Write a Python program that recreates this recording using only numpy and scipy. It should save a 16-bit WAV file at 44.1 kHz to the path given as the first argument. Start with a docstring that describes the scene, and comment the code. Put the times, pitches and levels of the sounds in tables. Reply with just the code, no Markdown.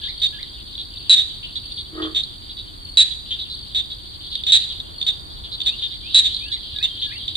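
"""A still swamp by day. From the start small frogs near and far rattle click trains that ring their throats,
crickets trill in tone strokes, and a bird whistles gliding tones over filtered-noise rumble and hiss of air.
Just before two seconds one big frog grunts: slow pulses and rasp through a vocal sac.
A breath of wind swells the noise after four and a half seconds; then birds whistle rises, pips, chirps and
arches to the end. Fading noise tails echo every animal off trees and water."""
import sys
import numpy as np
from scipy import signal
from scipy.fft import rfft, irfft
from scipy.io import wavfile
from scipy.ndimage import uniform_filter1d, minimum_filter1d

SR = 44100
rng = np.random.default_rng(int(sys.argv[2]) if len(sys.argv) > 2 else 0)


def voltage_ratio(level):
    """Linear amplitude factor for a level in decibels (scalar or array-like)."""
    return 10 ** (np.asarray(level, float) / 20)


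def inscribe(sig):
    """Save sig as 16-bit PCM at rate SR to the path in sys.argv[1].

    A 1-D sig is mono; a 2-D sig holds one channel per row.
    Samples are clipped to [-1, 1] before scaling.
    """
    pcm = np.round(np.clip(np.atleast_2d(sig).T, -1, 1) * 32767)
    wavfile.write(sys.argv[1], SR, pcm.astype(np.int16))


N = 324576
TIME = np.arange(N) / SR
SIDES = np.array([[1], [-1]])  # left, right


def level(x, db):
    """Scale to an rms level."""
    return x * voltage_ratio(db) / np.sqrt(np.mean(x ** 2))


def band(x, hz, width):
    """Two-pole resonance, gain 1 at the centre."""
    return signal.lfilter(*signal.iirpeak(hz, hz / width, fs=SR), x)


def add(out, s, sound):
    """Mix a two-channel sound in at time s."""
    i = int(s * SR)
    n = min(sound.shape[1], N - i)
    out[:, i:i + n] += sound[:, :n]


def place(pan_db):
    """Left and right gains for a left-minus-right level difference."""
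    return voltage_ratio(SIDES * pan_db / 2)


def on_log(table, hz):
    """Read (Hz, value) points on a log-frequency axis."""
    points = np.array(table)
    return np.interp(np.log(hz), np.log(points[:, 0]), points[:, 1])


# small frogs' calls, the shortest being single clicks: start_s [s], level_db [dB], length_s [s], frog [name]
FROG_CALLS = [(0.034, -22, .051, "ahead"), (0.086, -22.5, .022, "shrill"), (0.217, -11, .054, "rival"),
              (.428, -19, .003, "shrill"), (0.607, -31, .004, "rival"), (0.7517, -23, .004, "lily"),
              (0.7776, -22, .051, "reeds"), (.97, -24, .0067, "lily"), (1.0948, -2, .055, "near"),
              (1.162, -10, .061, "rival"), (1.428, -24.5, 0.038, "deep"), (1.556, -17.5, .028, "across"),
              (1.712, -27, .018, "across"), (1.772, -23.5, .048, "reeds"), (2.019, -21.5, .05, "ahead"),
              (2.147, -12.5, .065, "rival"), (2.235, -15, .004, "shrill"), (2.493, -28, .029, "reeds"),
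              (2.569, -23, .048, "lily"), (2.971, -1.5, .06, "near"), (3.043, -25, .05, "reeds"),
              (3.11, -22, .029, "reeds"), (3.307, -19, .043, "ahead"), (3.388, -20, .051, "lily"),
              (3.498, -22.5, .05, "shrill"), (3.7466, -12.5, .064, "rival"), (3.901, -23, .037, "lily"),
              (4.237, -31, .024, "reeds"), (4.315, -22.5, .049, "shrill"), (4.353, -14.5, .004, "reeds"),
              (4.4355, -16.5, .004, "rival"), (4.466, -10.5, .047, "rival"), (4.52, -2.5, 0.055, "near"),
              (4.599, -21.5, .055, "shrill"), (4.6942, -23.5, .037, "reeds"), (4.8, -18, .005, "lily"),
              (5.013, -14, .004, "rival"), (5.0253, -14.5, .004, "rival"), (5.065, -11, .045, "rival"),
              (5.436, -29, .034, "reeds"), (5.517, -21, .041, "shrill"), (5.6025, -16.5, .004, "rival"),
              (5.615, -14.5, .004, "rival"), (5.661, -10.5, 0.037, "rival"), (5.787, -23.5, .016, "lily"),
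              (5.821, -18.5, .049, "ahead"), (5.908, -26, .051, "across"), (6.1, -25, .054, "lily"),
              (6.1446, -2, .062, "near"), (6.244, -9.5, .035, "rival"), (6.3445, -14.5, .004, "shrill"),
              (6.365, -16, .004, "shrill"), (6.39, -25, .025, "reeds"), (6.517, -16, .041, "across"),
              (6.701, -31.5, .074, "across"), (6.761, -19, .004, "rival"), (6.785, -16, .004, "rival"),
              (6.8266, -10.5, .034, "rival"), (7.0173, -18, .051, "ahead"), (7.279, -14, .004, "rival"),
              (7.287, -21, .02, "lily"), (7.353, -14, .009, "rival")]
# the frogs one can tell apart, by name: pitch_hz [Hz], rate [clicks/s], pan_db [dB, left minus right],
# lag_ms [ms, left behind right], swell_db [dB, how far below full level a rattle begins]
FROG_VOICES = {"near": (3790, 203, -2, -.25, -1), "rival": (3650, 200, -2, 0.5, 3),
               "ahead": (3562, 250.5, 1, 0.06, 0), "reeds": (3741.5, 194.5, -2, 0.05, 1),
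               "shrill": (3949.5, 185, -2.5, -0.2, 1.5), "across": (3850, 184.5, -2.5, 0.6, 1.5),
               "lily": (3792, 180, -0.5, 0.5, 2.5), "deep": (3150, 159.5, 3.5, 0.5, 4.5)}


def frogs():
    """The calls one can point at; a frog's pitch and pace vary a little from call to call."""
    out = np.zeros((2, N))
    lucks = rng.standard_normal((len(FROG_CALLS), 25, 2))
    for (s, db, length, name), luck in zip(FROG_CALLS, lucks):
        hz, rate, pan_db, lag_ms, swell_db = FROG_VOICES[name]
        mood = luck[-1]
        call_rate = rate * (1 + .04 * mood[0])
        call_hz = hz * (1 + 0.0033 * mood[1])
        add(out, s, small_frog(db, length, call_rate, call_hz, pan_db, lag_ms, luck[:-1], swell_db))
    return out


SPEED_UP = .18  # how much the click spacing shrinks over a call, as a share of its mean
TENSION = .02  # share by which a tense click rings higher and a slack one lower


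def small_frog(db, length, rate, hz, pan_db, lag_ms, luck, swell_db=0):
    """A quickening train of clicks; those that come early are tense, the late ones slack."""
    progress = np.arange(len(luck)) / max(length * rate, 1)
    spacing = 1 + .04 * luck[:, 0] + SPEED_UP * (.5 - np.minimum(progress, 1))
    at = np.cumsum(spacing) / rate
    at -= at[0]
    on = at <= length
    done = at[on] / length
    # rattles swell at first, calls of one or two clicks are firm
    swell = swell_db * (on.sum() > 2) * (1 - done) ** 3
    # the last clicks weaken as the breath runs out
    size = voltage_ratio(1.5 * luck[on, 1] * (at[on] > 0) - swell - 9 * done ** 3)
    call = 0
    for tense in (1, -1):
        train = np.zeros(int(at[-1] * SR) + 1)
        train[(at[on] * SR).astype(int)] = size * (tense * luck[on, 0] < 0)
        ring = click_ring(db, hz * (1 + tense * TENSION), lag_ms)
        call = call + signal.fftconvolve(ring, train[None])
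    return call * voltage_ratio(db) * place(pan_db)


# throat resonances that each click rings: ratio [multiple of the throat pitch],
# mode_db [dB, for a call at 0 dB], t60 [s]
THROAT_MODES = [(1, -3.5, 0.02), (0.918, -13.5, 0.014), (1.081, -20.5, 0.014), (0.473, -21, 0.0076),
                (0.659, -21, 0.012), (0.801, -20, 0.012), (1.341, -26, 0.0078), (1.619, -23, 0.0068),
                (1.85, -16, 0.0058), (2.08, -16.5, 0.0059), (2.38, -15.5, 0.0042), (2.618, -21, 0.0057),
                (3.599, -29.5, 0.0051), (4.0, -40.5, 0.0058)]
FAR_DULL = 0.65  # dB lost by modes well off the pitch, per dB of distance
FAR_SPREAD = .5  # dB gained by the two side rings per dB of distance: far calls sound broader
SAG, SAG_S = 0.027, 0.0028  # share by which each click starts sharp; settling time constant
SWELL_S = .0006  # time constant of the click's onset
CLICK_FLOOR = signal.butter(4, 1350, "high", fs=SR, output="sos")


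def click_ring(db, hz, lag_ms):
    """One click, swelling for a millisecond and ringing out in the throat; call level stands for distance."""
    late = np.maximum(np.arange(900) / SR - .0005 - SIDES * lag_ms / 2000, 0)
    ratio, mode_db, t60 = np.transpose(THROAT_MODES)[:, :, None, None]
    overtone = np.abs(np.log2(ratio)) > 1 / 4
    beside = ~overtone & (ratio != 1)
    distant_db = mode_db + (overtone * FAR_DULL - beside * FAR_SPREAD) * db
    gain = voltage_ratio(np.minimum(distant_db, -3 * beside))
    turns = hz * (late + SAG * SAG_S * (1 - np.exp(-late / SAG_S)))
    fade = np.exp(-np.log(1000) * late / t60)
    ring = gain * fade * np.sin(2 * np.pi * ratio * turns)
    onset = (1 - np.exp(-late / SWELL_S)) ** 2
    click = signal.sosfilt(CLICK_FLOOR, ring.sum(axis=0) * onset)
    return click / np.abs(click).max()


# big frog's vocal sac: pitch_hz [Hz], width_hz [Hz, before two unequal filter passes],
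# level_db [dB rms, relative to the grunt level]
SAC_MODES = [(319, 13, -4), (350, 48, -6.5), (425, 40, -10), (620, 150, -15), (1230, 240, -9),
             (1670, 170, -15), (1850, 120, -18)]
GRUNT_HZ = 42  # glottal pulses per second
# effort rises, holds and dies away
GRUNT_S, GRUNT_DB, GRUNT_RISE_S, GRUNT_HOLD_S = 1.921, -31, 0.07, .075
GRUNT_RISE_DB, GRUNT_FALL_DB_PER_S = 13, 210
GRUNT_OPENING = .7  # extra dB the upper resonances lose per dB of missing effort


def big_frog():
    """Slow glottal pulses, each trailing a rasp of air, ring a large vocal sac."""
    t = TIME - GRUNT_S
    rise_db = np.maximum(GRUNT_RISE_DB * (1 - t / GRUNT_RISE_S), 0)
    fall_db = GRUNT_FALL_DB_PER_S * np.maximum(t - GRUNT_RISE_S - GRUNT_HOLD_S, 0)
    missing_db = np.minimum(rise_db + fall_db, 150)
    beat = GRUNT_HZ * (TIME - 1.952)
    count = np.floor(beat)
    pulses = np.diff(count, prepend=count[0]) * (-1) ** count  # push and pull in turn
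    rasp = rng.standard_normal(N) * np.exp(-(beat % 1) / 2.9)
    voice = 0
    for hz, width, mode_db in SAC_MODES:
        # the rasp rules the upper resonances, which open up only at full effort
        upper = min(hz / 800, 1) ** 2
        drive = pulses + .05 * (.15 + upper) * rasp
        once = band(drive, hz, 1.7 * width)
        ring = level(band(once, hz, 0.87 * width), mode_db)
        voice = voice + ring * voltage_ratio(GRUNT_DB - missing_db * (1 + GRUNT_OPENING * upper))
    voice = voice * (t > 0)
    return np.array([voice, np.roll(voice, shift=9)])  # right lags by 9 samples


# rising whistle's shape: after_s [s from its start], pitch_hz [Hz], note_db [dB, added to the repeat's level]
RISE_SHAPE = [(0, 2330, -16), (.02, 2450, -6), (.06, 2720, 0), (.085, 2990, -3), (.1, 3150, -20)]
# rising whistle's repeats: start_s [s], level_db [dB]
RISE_REPEATS = [(5.669, -37.5), (6.031, -40), (6.405, -37.5), (6.783, -38), (7.1, -39.5)]
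# short, nearly level notes: start_s [s], length_s [s], level_db [dB]
PIP_NOTES = [(.155, 0.067, -42), (.48, .06, -43.5), (6.011, 0.042, -39), (6.248, 0.034, -36),
             (6.327, 0.071, -40.5), (6.595, 0.09, -46), (6.893, 0.033, -31.5), (6.935, 0.034, -32),
             (6.984, 0.036, -39), (7.191, 0.038, -31.5), (7.245, 0.04, -37)]
PIP_HZ = 3225  # pitch the pips glide around
# quick upward chirp's shape: after_s [s], pitch_hz [Hz], note_db [dB, added to the repeat's level]
CHIRP_SHAPE = [(0, 3650, -14), (.008, 3900, 0), (.02, 4250, -2), (.028, 4200, -16)]
# chirp's repeats: start_s [s], level_db [dB]
CHIRP_REPEATS = [(6.694, -37), (6.99, -34)]
# second bird, a held note and an arch: after_s [s], pitch_hz [Hz], note_db [dB, added to the repeat's level]
ARCH_SHAPE = [(0, 1630, -18), (.012, 1690, -10), (.045, 1660, -8), (.058, 1590, -12), (.068, 1900, -4),
              (.085, 2440, -9), (.1, 2250, -8), (.11, 1970, -3), (.118, 1850, -18)]
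# arch's repeats: start_s [s], level_db [dB]
ARCH_REPEATS = [(0.014, -39.5), (0.324, -39.5), (5.859, -52), (6.16, -46), (6.459, -41), (6.749, -39),
                (7.052, -38)]
BIRD_WET_DB = -9


def birds():
    """Rises and arches come about three times a second in each run, with pips and chirps among them."""
    out = np.zeros((2, N))
    for s, db in RISE_REPEATS:
        add(out, s, whistle(RISE_SHAPE, db, 1.9, 0.044))
    for s, length, db in PIP_NOTES:
        pip = [(0, PIP_HZ - 60, -20), (.008, PIP_HZ + 40, 0),
               (length - .008, PIP_HZ - 30, -4), (length, PIP_HZ - 60, -20)]
        add(out, s, whistle(pip, db, 0.88, .03))
    for s, db in CHIRP_REPEATS:
        add(out, s, whistle(CHIRP_SHAPE, db, 1.0, .03))
    for s, db in ARCH_REPEATS:
        add(out, s, whistle(ARCH_SHAPE, db, -0.78, 0.12))
    # they sit deep among the trunks, so much of their sound arrives scattered
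    return out + echoes(out, 0.15, BIRD_WET_DB, 0.0067)


BIRD_FLICKER_DB, BIRD_FLICKER_S = 4, .012  # foliage breaks up the far whistles: spread and pace


def whistle(shape, db, pan_db, lag_ms):
    """A pure tone that follows a pitch and level shape and flickers on its way through the leaves."""
    s, hz, note_db = np.transpose(shape)
    t = np.arange(int(s[-1] * SR)) / SR
    pitch = np.interp(t, s, hz)
    flicker = BIRD_FLICKER_DB * np.interp(t / BIRD_FLICKER_S, np.arange(16), rng.standard_normal(16))
    phase = 2 * np.pi * (np.cumsum(pitch) / SR - SIDES * pitch * lag_ms / 2000)
    return np.sin(phase) * voltage_ratio(db + flicker + np.interp(t, s, note_db)) * place(pan_db)


# nearest cricket's bouts: start_s [s], length_s [s], level_db [dB, before the bouts are doubled]
CRICKET_BOUTS = [(.13, .19, -36.5), (0.88, 0.17, -40), (1.6, 0.23, -39.5), (2.8, 0.17, -40),
                 (3.501, 0.15, -38.5), (4.204, 0.19, -39), (4.935, 0.15, -36), (5.586, 0.15, -38),
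                 (6.326, 0.19, -36), (7.03, 0.17, -38.5)]
FAR_CRICKETS_DB = -45
FAR_BOUT_S, FAR_BOUT_DB = 0.61, 3  # far swell's length, varied per cricket; rise and dip about the mean


def crickets(count=5):
    """One near cricket in bouts; several further off that swell and sink, each at its own pace."""
    bouts = 0
    for s, length, db in CRICKET_BOUTS:
        edges = np.minimum((TIME - s) / 0.06, (s + length - TIME) / 0.013)
        bouts = bouts + voltage_ratio(db) * np.clip(edges, 0, 1)
    near = 2 * bouts * cricket(4455, 46, -15, 0.042, 0)
    far = 0
    for k, u in enumerate(rng.random((count, 6))):
        hz = 4300 + 450 * (k + u[0]) / count
        trill = cricket(hz, 47 + 12 * u[1], -23.5, .5 * u[2] - .25, u[3])
        turn = TIME / FAR_BOUT_S / (0.785 + 0.45 * u[4]) + u[5]
        far = far + trill * voltage_ratio(FAR_BOUT_DB * np.sin(2 * np.pi * turn))
    return near + level(far, FAR_CRICKETS_DB)


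def cricket(hz, rate, octave_db, lag_ms, start):
    """Wing strokes: each a short tone that sags in pitch, with its own size and a faint octave."""
    beat = rate * TIME + start
    stroke = beat % 1
    luck = rng.standard_normal((500, 2))[beat.astype(int)]
    pitch = hz + 40 * luck[:, 0] + 120 * (.3 - stroke)
    phase = 2 * np.pi * (np.cumsum(pitch) / SR - SIDES * hz * lag_ms / 2000)
    shape = np.sin(np.pi * np.clip(stroke / .65, 0, 1)) ** 2
    tone = np.sin(phase) + voltage_ratio(octave_db) * np.sin(2 * phase)
    return shape * voltage_ratio(2.8 * luck[:, 1]) * tone


# level of the far chorus together with the blurred tails of nearer calls: time_s [s], level_db [dB]
CHORUS_LEVEL = [(0, -34), (.5, -43), (1.35, -42), (2.4, -45.5), (3.03, -47.5), (3.25, -40.5), (4.1, -44),
                (4.55, -33), (4.8, -43), (5.43, -43.5), (5.7, -36), (6.1, -39), (6.31, -34), (6.9, -39),
                (7.36, -34)]


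def far_frogs(count=50, size=22):
    """Distant callers, each with its own pitch, distance and bearing, calling at random moments."""
    out = np.zeros((2, N))
    callers = rng.random((count, 6))
    moments = rng.random((count, size))
    lucks = rng.standard_normal((count, 16, 2))
    for u, when, luck in zip(callers, moments, lucks):
        hz = 3050 + 640 * (u[0] + u[2])
        call = small_frog(-36 - 7 * u[1], 0.056 * u[5] + 0.0055, 200, hz, 4 * u[3] - 2.5,
                          0.623 * u[4] - .28, luck)
        for s in when * TIME[-1]:
            add(out, s, call)
    # the chorus has no beginning: calls are already under way at the start
    chorus = np.roll(out, N // 2, axis=1)
    return level(chorus, 0) * voltage_ratio(np.interp(TIME, *np.transpose(CHORUS_LEVEL)))


def echoes(x, t60, db, gap_s):
    """Scattering from trunks and water: a fading noise tail, different in each channel."""
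    t = np.arange(int(t60 * SR)) / SR
    tail = rng.standard_normal((2, len(t))) * np.exp(-np.log(1000) * t / t60) * (t > gap_s)
    tail = signal.lfilter([.5, .5], [1], tail)  # softens the treble
    tail = tail / np.sqrt(np.sum(tail ** 2) / 2)
    return voltage_ratio(db) * signal.fftconvolve(x, tail, axes=1)[:, :N]


# tone of the air: frequency_hz [Hz], level_db [dB, relative]
AIR_TONE = [(12, -38), (25, -7), (62, -2.5), (100, -6.5), (189, -17), (340, -16), (476, -25), (1000, -24.5),
            (2490, -34), (4700, -33.5), (5400, -49.5), (9300, -32), (10700, -41.5), (11700, -55.5),
            (13000, -38), (14500, -37), (16300, -71)]
# how alike left and right are in the air: frequency_hz [Hz], likeness [-1 opposed to 1 same]
AIR_LIKENESS = [(60, 0.87), (130, 0.37), (290, 0.072), (640, -0.64), (1400, -0.73), (3100, 0.2),
                (7000, 0.28), (15000, -0.81)]
AIR_DB = -43.5  # rms before the gust
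# one breath of wind
GUST_S, GUST_LENGTH_S, GUST_EDGE_S, GUST_LEAVES_DB, GUST_RUMBLE_DB = 4.54, 1.35, 0.18, 3, 2


def air():
    """Smooth distant hiss and rumble; the lowest octaves and the leaves swell with a gust."""
    hz = np.maximum(np.fft.rfftfreq(N, 1 / SR), 1)
    alike = np.clip(on_log(AIR_LIKENESS, hz), -1, 1)
    noise = rfft(rng.standard_normal((2, N))) * voltage_ratio(on_log(AIR_TONE, hz))
    mid, side = noise * np.sqrt([1 + alike, 1 - alike])
    both = rfft(level(irfft(mid + SIDES * side, N), AIR_DB))
    low = 1 / (1 + (hz / 110) ** 4)
    leaf = np.exp(-np.log2(hz / 800) ** 4)
    gust_edges = np.minimum(TIME - GUST_S, GUST_S + GUST_LENGTH_S - TIME) / GUST_EDGE_S
    gust = np.clip(gust_edges, 0, 1)
    rest = irfft(both * (1 - low - leaf), N)
    rumble = irfft(both * low, N) * voltage_ratio(GUST_RUMBLE_DB * gust)
    leaves = irfft(both * leaf, N) * voltage_ratio(GUST_LEAVES_DB * gust)
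    return rest + rumble + leaves


BANK_T60_S, BANK_DB = 0.052, -11
WOODS_T60_S, WOODS_DB = .6, -15.5


def scene():
    """All the animals share the echoes of bank and woods; the air lies under them."""
    animals = frogs() + far_frogs() + crickets() + big_frog() + birds()
    bank = echoes(animals, BANK_T60_S, BANK_DB, 0.0021)
    woods = echoes(animals, WOODS_T60_S, WOODS_DB, 0.01)
    return animals + bank + woods + air()


def roll_off(x):
    """The treble ends steeply here."""
    return signal.sosfilt(signal.butter(12, 16460, fs=SR, output="sos"), x)


# stereo processing's width, wider near 6.5 kHz and narrower near 10 kHz: frequency_hz [Hz], side_db [dB]
STEREO_WIDTH = [(1000, 1.5), (4500, 0), (6500, 4.5), (10000, -10), (13000, -3.5)]
# microphone housing's colour: frequency_hz [Hz], gain_db [dB]
MIC_HOUSING = [(10000, 2), (10800, 5), (11700, -4.5), (12700, 6.5), (13500, 3.5)]
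CEILING = .93  # peak level the limiter aims to hold, full scale = 1


def record(dry):
    """Stereo processing sets the width by frequency; a look-ahead limiter holds the loudest clicks."""
    hz = np.maximum(np.fft.rfftfreq(N, 1 / SR), 1)
    mid = rfft(dry[0] + dry[1])
    side = rfft(dry[0] - dry[1]) * voltage_ratio(on_log(STEREO_WIDTH, hz))
    heard = irfft((mid + SIDES * side) / 2 * voltage_ratio(on_log(MIC_HOUSING, hz)), N)
    room = CEILING / np.maximum(np.abs(heard).max(axis=0), CEILING)
    gain = uniform_filter1d(minimum_filter1d(room, size=176), size=88)  # 4 ms hold, 2 ms smoothing
    return roll_off(heard * gain)


dry = scene()
out = record(dry)
inscribe(out)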